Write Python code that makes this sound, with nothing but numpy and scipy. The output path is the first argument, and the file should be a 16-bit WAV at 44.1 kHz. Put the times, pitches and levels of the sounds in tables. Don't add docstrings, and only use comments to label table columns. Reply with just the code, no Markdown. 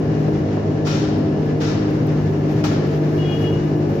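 import sys
import numpy as np
from scipy import signal
from scipy.fft import rfft, irfft
from scipy.io import wavfile

SR = 44100
rng = np.random.default_rng(int(sys.argv[2]) if len(sys.argv) > 2 else 0)


def bounce(signal):
    frames = np.transpose(np.atleast_2d(signal))
    limited = np.clip(frames, -1, 1)
    pcm = np.round(limited * 32767).astype(np.int16)
    wavfile.write(sys.argv[1], SR, pcm)


N = 176400
TIME = np.arange(N) / SR

# frequency in Hz, left-right likeness
# (1 is mono), balance in dB (positive is left).
MACHINE_IMAGE = [(60, 1, -0.2), (180, 0.99, 1.5), (362, 0.9, -0.5), (556, 0.3, 0), (880, 0.048, -1),
                 (1700, 0.091, 4), (3500, 0.11, 7), (5500, 0.01, 2.5), (7360, 0.092, -2),
                 (12000, 0.11, -1.5)]
BLOW_IMAGE = [(400, 0.27, 3.5), (1200, 0, 0), (3200, 0, 8.5), (5500, 0.02, 5), (7500, 0, -1.5),
              (12000, 0.15, -1)]

# frequency in Hz, relative level in dB.
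TICK_COLOUR = [(2000, -30.5), (8000, -13), (11000, -3.5), (13000, 1.5), (15700, -2)]
HISS_COLOUR = [(150, -22.5), (600, -31.5), (1200, 0), (1700, 0.5), (2500, -4.5), (3500, -10.5),
               (5500, -11.5), (6800, -17), (7600, -25), (8500, -44.5), (11000, -62.5)]
SIZZLE_COLOUR = [(2000, -49.5), (6000, -20.5), (8700, -12.5), (10200, -6), (12600, -0.5), (14300, -4),
                 (15700, -12)]
KNOCK_COLOUR = [(150, -15.5), (400, 1), (600, 4), (950, -8), (1500, -22), (3000, -31.5), (8000, -59)]
RUMBLE_COLOUR = [(15, -51), (25, -39), (33, -30), (45, -8), (70, -4.5), (105, 2.5), (140, 2.5), (190, -2),
                 (270, 4), (400, 0), (520, -5), (750, -9), (1100, -18), (2000, -41.5), (6000, -86.5)]
CRACK_COLOUR = [(100, -22), (400, -7), (850, 12), (1050, 3), (1380, 7.5), (1850, -1), (2500, 1),
                (3300, -4.5), (5900, -7.5), (7500, -16.5), (9000, -26.5), (12000, -24), (15500, -24)]
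WASH_COLOUR = [(100, -18.5), (400, 9), (850, 0.5), (1350, 1), (1800, 1), (2400, -2.5), (3500, -1.5),
               (5700, -3), (6800, -8), (7800, -19.5), (8700, -38), (11500, -27), (14000, -31),
               (15500, -47.5)]

# start in seconds, level in dB.
TICKS = [(1.182, -46), (1.463, -47), (1.909, -42), (2.069, -38)]
KNOCKS = [(0.279, -21), (0.568, -20), (0.635, -27), (2.321, -36), (2.443, -30), (2.712, -28), (3.892, -27)]
# time in seconds, level in dB.
HISS_LEVEL = [(0, -42), (.4, -41.5), (.6, -41.5), (.8, -45), (1.25, -45.5), (1.5, -42.5), (2.05, -41.5),
              (2.6, -40.5), (3.1, -41), (3.4, -39), (3.75, -42), (4, -43.5)]
SIZZLE_LEVEL = [(0, -68.5), (.38, -65.5), (.48, -71), (.62, -71), (.8, -73), (1.1, -72), (1.3, -69),
                (1.8, -68), (2.2, -63.5), (2.45, -63.5), (2.56, -62), (2.85, -64), (3.4, -59.5),
                (3.75, -66), (4, -65)]
# pitch in Hz, width in Hz, level in dB, balance in dB.
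FRAME_MODES = [(99.4, 19, -39, 0), (115, 5.4, -34.5, 2.8), (165.3, 7.1, -35, 1), (393.3, 54, -33, -3),
               (632, 9.9, -43, -7), (1723, 14, -51, 2.5), (2840, 120, -57, 7.5), (5580, 220, -64.5, 5.5)]

# pitch in Hz, level before the surges in dB, balance in dB.
SQUEAL_PARTIALS = [(2453, -51, 4), (2882, -39, 12.5), (3304, -44.5, 11)]
# start, hold and t60 (time to fade by 60 dB), all in seconds.
SQUEAL_TIMES = [(3.215, .11, .35), (3.157, .26, .85), (3.165, .26, .4)]
# centre in seconds, half length in seconds, boost or cut in dB.
SLIP_SURGES = [(3.215, .02, 2), (3.315, .045, 4.5), (3.395, .018, -4.5), (3.475, .015, 2.5)]

# start in seconds, level in dB, attack, hold and the wash's t60 at the pivot
# frequency in seconds, wash tilt in dB per octave, crack level in dB, crack t60 in seconds,
# ring boost in dB, ring length as a share of each mode's t60.
BLOWS = [(0.844, -30, 0.029, 0.088, 1.4, 0, -34.5, 0.15, -2, 0.78),
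         (0.869, -50.5, 0.0026, .005, 0.35, 4, -32, 0.08, 7, 0.4),
         (1.598, -32, 0.019, 0.074, 1.18, -0.5, -35, 0.22, -3, .9),
         (2.638, -31, 0.0037, .012, 0.94, 1, -22, 0.19, -0.5, .25),
         (2.712, -45, .004, 0.0091, 0.61, -5, -40, 0.14, 1, .2)]
# pitch in Hz, level relative to the blow in dB, t60 in seconds.
STEEL_MODES = [(810, -20, 0.81), (1288, -17, 0.35), (1378, -9.5, 0.75), (2070, -23, .7), (2486, -16.5, 0.5),
               (3170, -23, 0.55), (3700, -19, 0.82), (4770, -21.5, 0.8), (5216, -18.5, 0.55),
               (5540, -15.5, 0.85), (5620, -15, 0.92), (6100, -18.5, 0.66)]

# time in seconds, tooth rate in Hz.
TOOTH_RATE = [(0.0, 50.77), (0.52, 51.19), (0.85, 50.93), (1.2, 51.11), (1.55, 50.75), (1.8, 50.99),
              (2.22, 50.54), (2.5, 50.64), (2.77, 50.33), (3.05, 50.38), (3.42, 50.35), (3.7, 50.61),
              (4.0, 50.11)]
# time in seconds, level in dB.
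THROB_LEVEL = [(0, -51), (.4, -38.5), (.48, -25), (.8, -31.5), (.98, -39), (1.13, -26.5), (1.35, -32.5),
               (1.85, -28.5), (2.04, -43), (2.28, -28.5), (2.48, -37), (2.7, -25.5), (2.97, -38),
               (3.2, -31), (3.48, -27), (3.65, -41), (3.9, -24), (4, -36)]
DRONE_LEVEL = [(0.0, -23.5), (0.27, -20.5), (0.53, -26.5), (0.9, -21), (1.18, -27), (1.5, -20.5),
               (1.77, -26), (2.12, -20), (2.5, -22.5), (2.7, -25.5), (3.0, -20), (3.3, -22.5),
               (3.72, -21.5), (4.0, -26.5)]
OCTAVE_LEVEL = [(0, -29.5), (.4, -24.5), (.6, -32.5), (.88, -28.5), (1.0, -24.5), (1.2, -22.5),
                (1.429, -29.5), (1.87, -24), (2.1, -27.5), (2.28, -32.5), (2.4, -27), (2.66, -23),
                (2.851, -35), (3.18, -25.5), (3.38, -31), (3.86, -23), (4, -35.5)]
WHINE_LEVEL = [(0, -37), (.8, -34.5), (1.3, -40), (1.52, -29), (1.8, -39.5), (2.65, -41.5), (2.92, -28),
               (3.12, -38.5), (3.5, -28.5), (3.75, -43.5), (4, -29.5)]
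FIRM_ORDERS = 2, 3, 6, 9
FIRM_BALANCE_DB = [0.5, 1.9, 3.6, -0.9]
# multiple of the tooth rate, balance in dB, waver in dB,
# then the level in dB at each of the three bend stages.
WEAK_TONES = [(4, -1, 1.5, -27.5, -31.5, -31), (5, 3, 1.5, -31, -31.5, -36), (7, 1.7, 0.5, -38, -38, -29),
              (8, 1, 1, -33, -42, -37), (10, 0, 0.5, -42, -50, -52.5), (11, -0.5, 4.5, -43.5, -43.5, -42.5),
              (13, 0.5, -3.5, -43.5, -46, -42.5), (14, -1, -0.5, -50.5, -56, -50.5),
              (15, -0.5, 3.5, -44, -55, -54)]
BEND_STAGES_S = [0.4, 2.2, 3.0]


def from_db(db):
    return 10 ** (np.asarray(db) / 20)


def rms_one(x):
    return x / np.sqrt(np.mean(x ** 2) + 1e-20)


def in_time(rows):
    return np.interp(TIME, *np.transpose(rows))


def at_hz(points, hz, column=1):
    points = np.array(points)
    return np.interp(np.log(hz + 1e-9), np.log(points[:, 0]), points[:, column])


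def pan(db):
    ratio = from_db(db)
    return np.vstack([ratio, np.ones_like(ratio)]) * np.sqrt(2 / (1 + ratio * ratio))


def drift(rate_hz):
    step, settle = 40, 2000
    pole = np.exp(-2 * np.pi * rate_hz * step / SR)
    noise = rng.standard_normal(N // step + settle + 2)
    slow = signal.lfilter([1], [1, -2 * pole, pole * pole], noise)[settle:]
    return np.interp(np.arange(N) / step, np.arange(len(slow)), rms_one(slow))


def stereo_noise(colour, image):
    hz = np.fft.rfftfreq(N, 1 / SR)
    mid, side = rfft(rng.standard_normal((2, N)))
    alike = np.clip(at_hz(image, hz), -1, 1)
    both = np.sqrt(1 + alike) * mid + np.sqrt(1 - alike) * side * [[1], [-1]]
    return rms_one(irfft(both * colour(hz) * pan(at_hz(image, hz, column=2)), N))


def broad_noise(colour, image):
    return stereo_noise(lambda hz: from_db(at_hz(colour, hz)), image)


def resonance(centre_hz, width_hz, balance_db):
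    image = [(centre_hz, at_hz(MACHINE_IMAGE, centre_hz), balance_db)]
    return stereo_noise(lambda hz: 1 / (1 + ((hz - centre_hz) / (width_hz / 2)) ** 2), image)


def envelope(start, attack, hold, t60):
    age = TIME - start
    return np.clip(age / attack, 0, 1) * from_db(-60 * np.maximum(age - attack - hold, 0) / t60)


def ticks(balance_db=-6):
    bursts = sum(from_db(db) * envelope(start, attack=.0003, hold=0, t60=.008) for start, db in TICKS)
    return pan(balance_db) * bursts * broad_noise(TICK_COLOUR, MACHINE_IMAGE)


def bearings(hiss_flutter_db=1.12, sizzle_flutter_db=2.5):
    hiss_gain = from_db(in_time(HISS_LEVEL) + hiss_flutter_db * drift(13))
    hiss = hiss_gain * broad_noise(HISS_COLOUR, MACHINE_IMAGE)
    sizzle_gain = from_db(in_time(SIZZLE_LEVEL) + sizzle_flutter_db * drift(14))
    return hiss + sizzle_gain * broad_noise(SIZZLE_COLOUR, MACHINE_IMAGE)


def knocks():
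    bursts = sum(from_db(db) * envelope(start, attack=.0024, hold=0, t60=.078) for start, db in KNOCKS)
    return bursts * broad_noise(KNOCK_COLOUR, MACHINE_IMAGE)


def rumble(tooth_phase, level_db=-23.5, pulse_depth=0.055):
    rolling = from_db(level_db) * broad_noise(RUMBLE_COLOUR, MACHINE_IMAGE)
    frame = sum(from_db(db) * resonance(hz, width, balance) for hz, width, db, balance in FRAME_MODES)
    return rolling * (1 + pulse_depth * np.cos(tooth_phase)) + frame


def squeal(wobble_hz=7.23, scatter=0.75):
    wobble = wobble_hz * drift(15.3)
    out = 0
    for (hz, db, balance), (start, hold, t60) in zip(SQUEAL_PARTIALS, SQUEAL_TIMES):
        direct = pan(balance) * np.sqrt(2) * np.sin(2 * np.pi * np.cumsum(hz + wobble) / SR)
        partial = rms_one(direct + scatter * resonance(hz, width_hz=55, balance_db=balance))
        out += from_db(db) * partial * envelope(start, attack=0.06, hold=hold, t60=t60)
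    surge_db = sum(db * np.exp(-((TIME - centre) / half) ** 2) for centre, half, db in SLIP_SURGES)
    return out * from_db(surge_db)


def blows(clatter_db=0.36, pivot_hz=3000, treble_damping=0.56):
    cracks = sum(from_db(crack_db) * envelope(start, attack, 0, crack_t60)
                 for start, _, attack, _, _, _, crack_db, crack_t60, _, _ in BLOWS)
    out = cracks * broad_noise(CRACK_COLOUR, BLOW_IMAGE)
    wash_spectrum = rfft(broad_noise(WASH_COLOUR, BLOW_IMAGE))
    bins_hz = np.fft.rfftfreq(N, 1 / SR)
    edges_hz = np.geomspace(300, 18000, 8)
    for low, high in zip(edges_hz, edges_hz[1:]):
        ratio = np.sqrt(low * high) / pivot_hz
        band = irfft(wash_spectrum * (bins_hz >= low) * (bins_hz < high), N)
        for start, db, attack, hold, t60, tilt, *_ in BLOWS:
            gain = from_db(db + tilt * np.log2(ratio))
            out += band * gain * envelope(start, attack, hold, t60 / ratio ** treble_damping)
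    out *= from_db(clatter_db * drift(60))
    for hz, mode_db, mode_t60 in STEEL_MODES:
        balance = at_hz(BLOW_IMAGE, hz, column=2)
        mode = from_db(mode_db) * resonance(hz, width_hz=35, balance_db=balance)
        for start, db, attack, hold, *_, ring_db, share in BLOWS:
            out += mode * from_db(db + ring_db) * envelope(start, attack, hold, mode_t60 * share)
    return out


def gear_tone(tooth_phase, order, balance_db, wander_rad=0, left_lead_rad=0.18):
    phase = order * tooth_phase + rng.uniform(0, 2 * np.pi) + wander_rad
    return pan(balance_db) * np.sqrt(2) * np.sin(phase + np.array([[left_lead_rad], [0]]))


def gears(tooth_phase, waver_rate_hz=2, wander_rad=0.25):
    rides = THROB_LEVEL, DRONE_LEVEL, OCTAVE_LEVEL, WHINE_LEVEL
    out = sum(from_db(in_time(ride)) * gear_tone(tooth_phase, order, balance)
              for order, ride, balance in zip(FIRM_ORDERS, rides, FIRM_BALANCE_DB))
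    for order, balance, waver_db, *stage_db in WEAK_TONES:
        gain = from_db(np.interp(TIME, BEND_STAGES_S, stage_db))
        waver = rms_one(from_db(waver_db * drift(waver_rate_hz)))
        out += gain * waver * gear_tone(tooth_phase, order, balance, wander_rad * drift(waver_rate_hz))
    return out


def scene():
    tooth_phase = 2 * np.pi * np.cumsum(in_time(TOOTH_RATE)) / SR
    machine = gears(tooth_phase) + rumble(tooth_phase) + knocks() + bearings()
    return machine + blows() + squeal() + ticks()


def record(dry, cutoff_hz=15800):
    return signal.sosfilt(signal.ellip(10, .1, 80, cutoff_hz, fs=SR, output="sos"), dry)


dry = scene()
out = record(dry)
bounce(out)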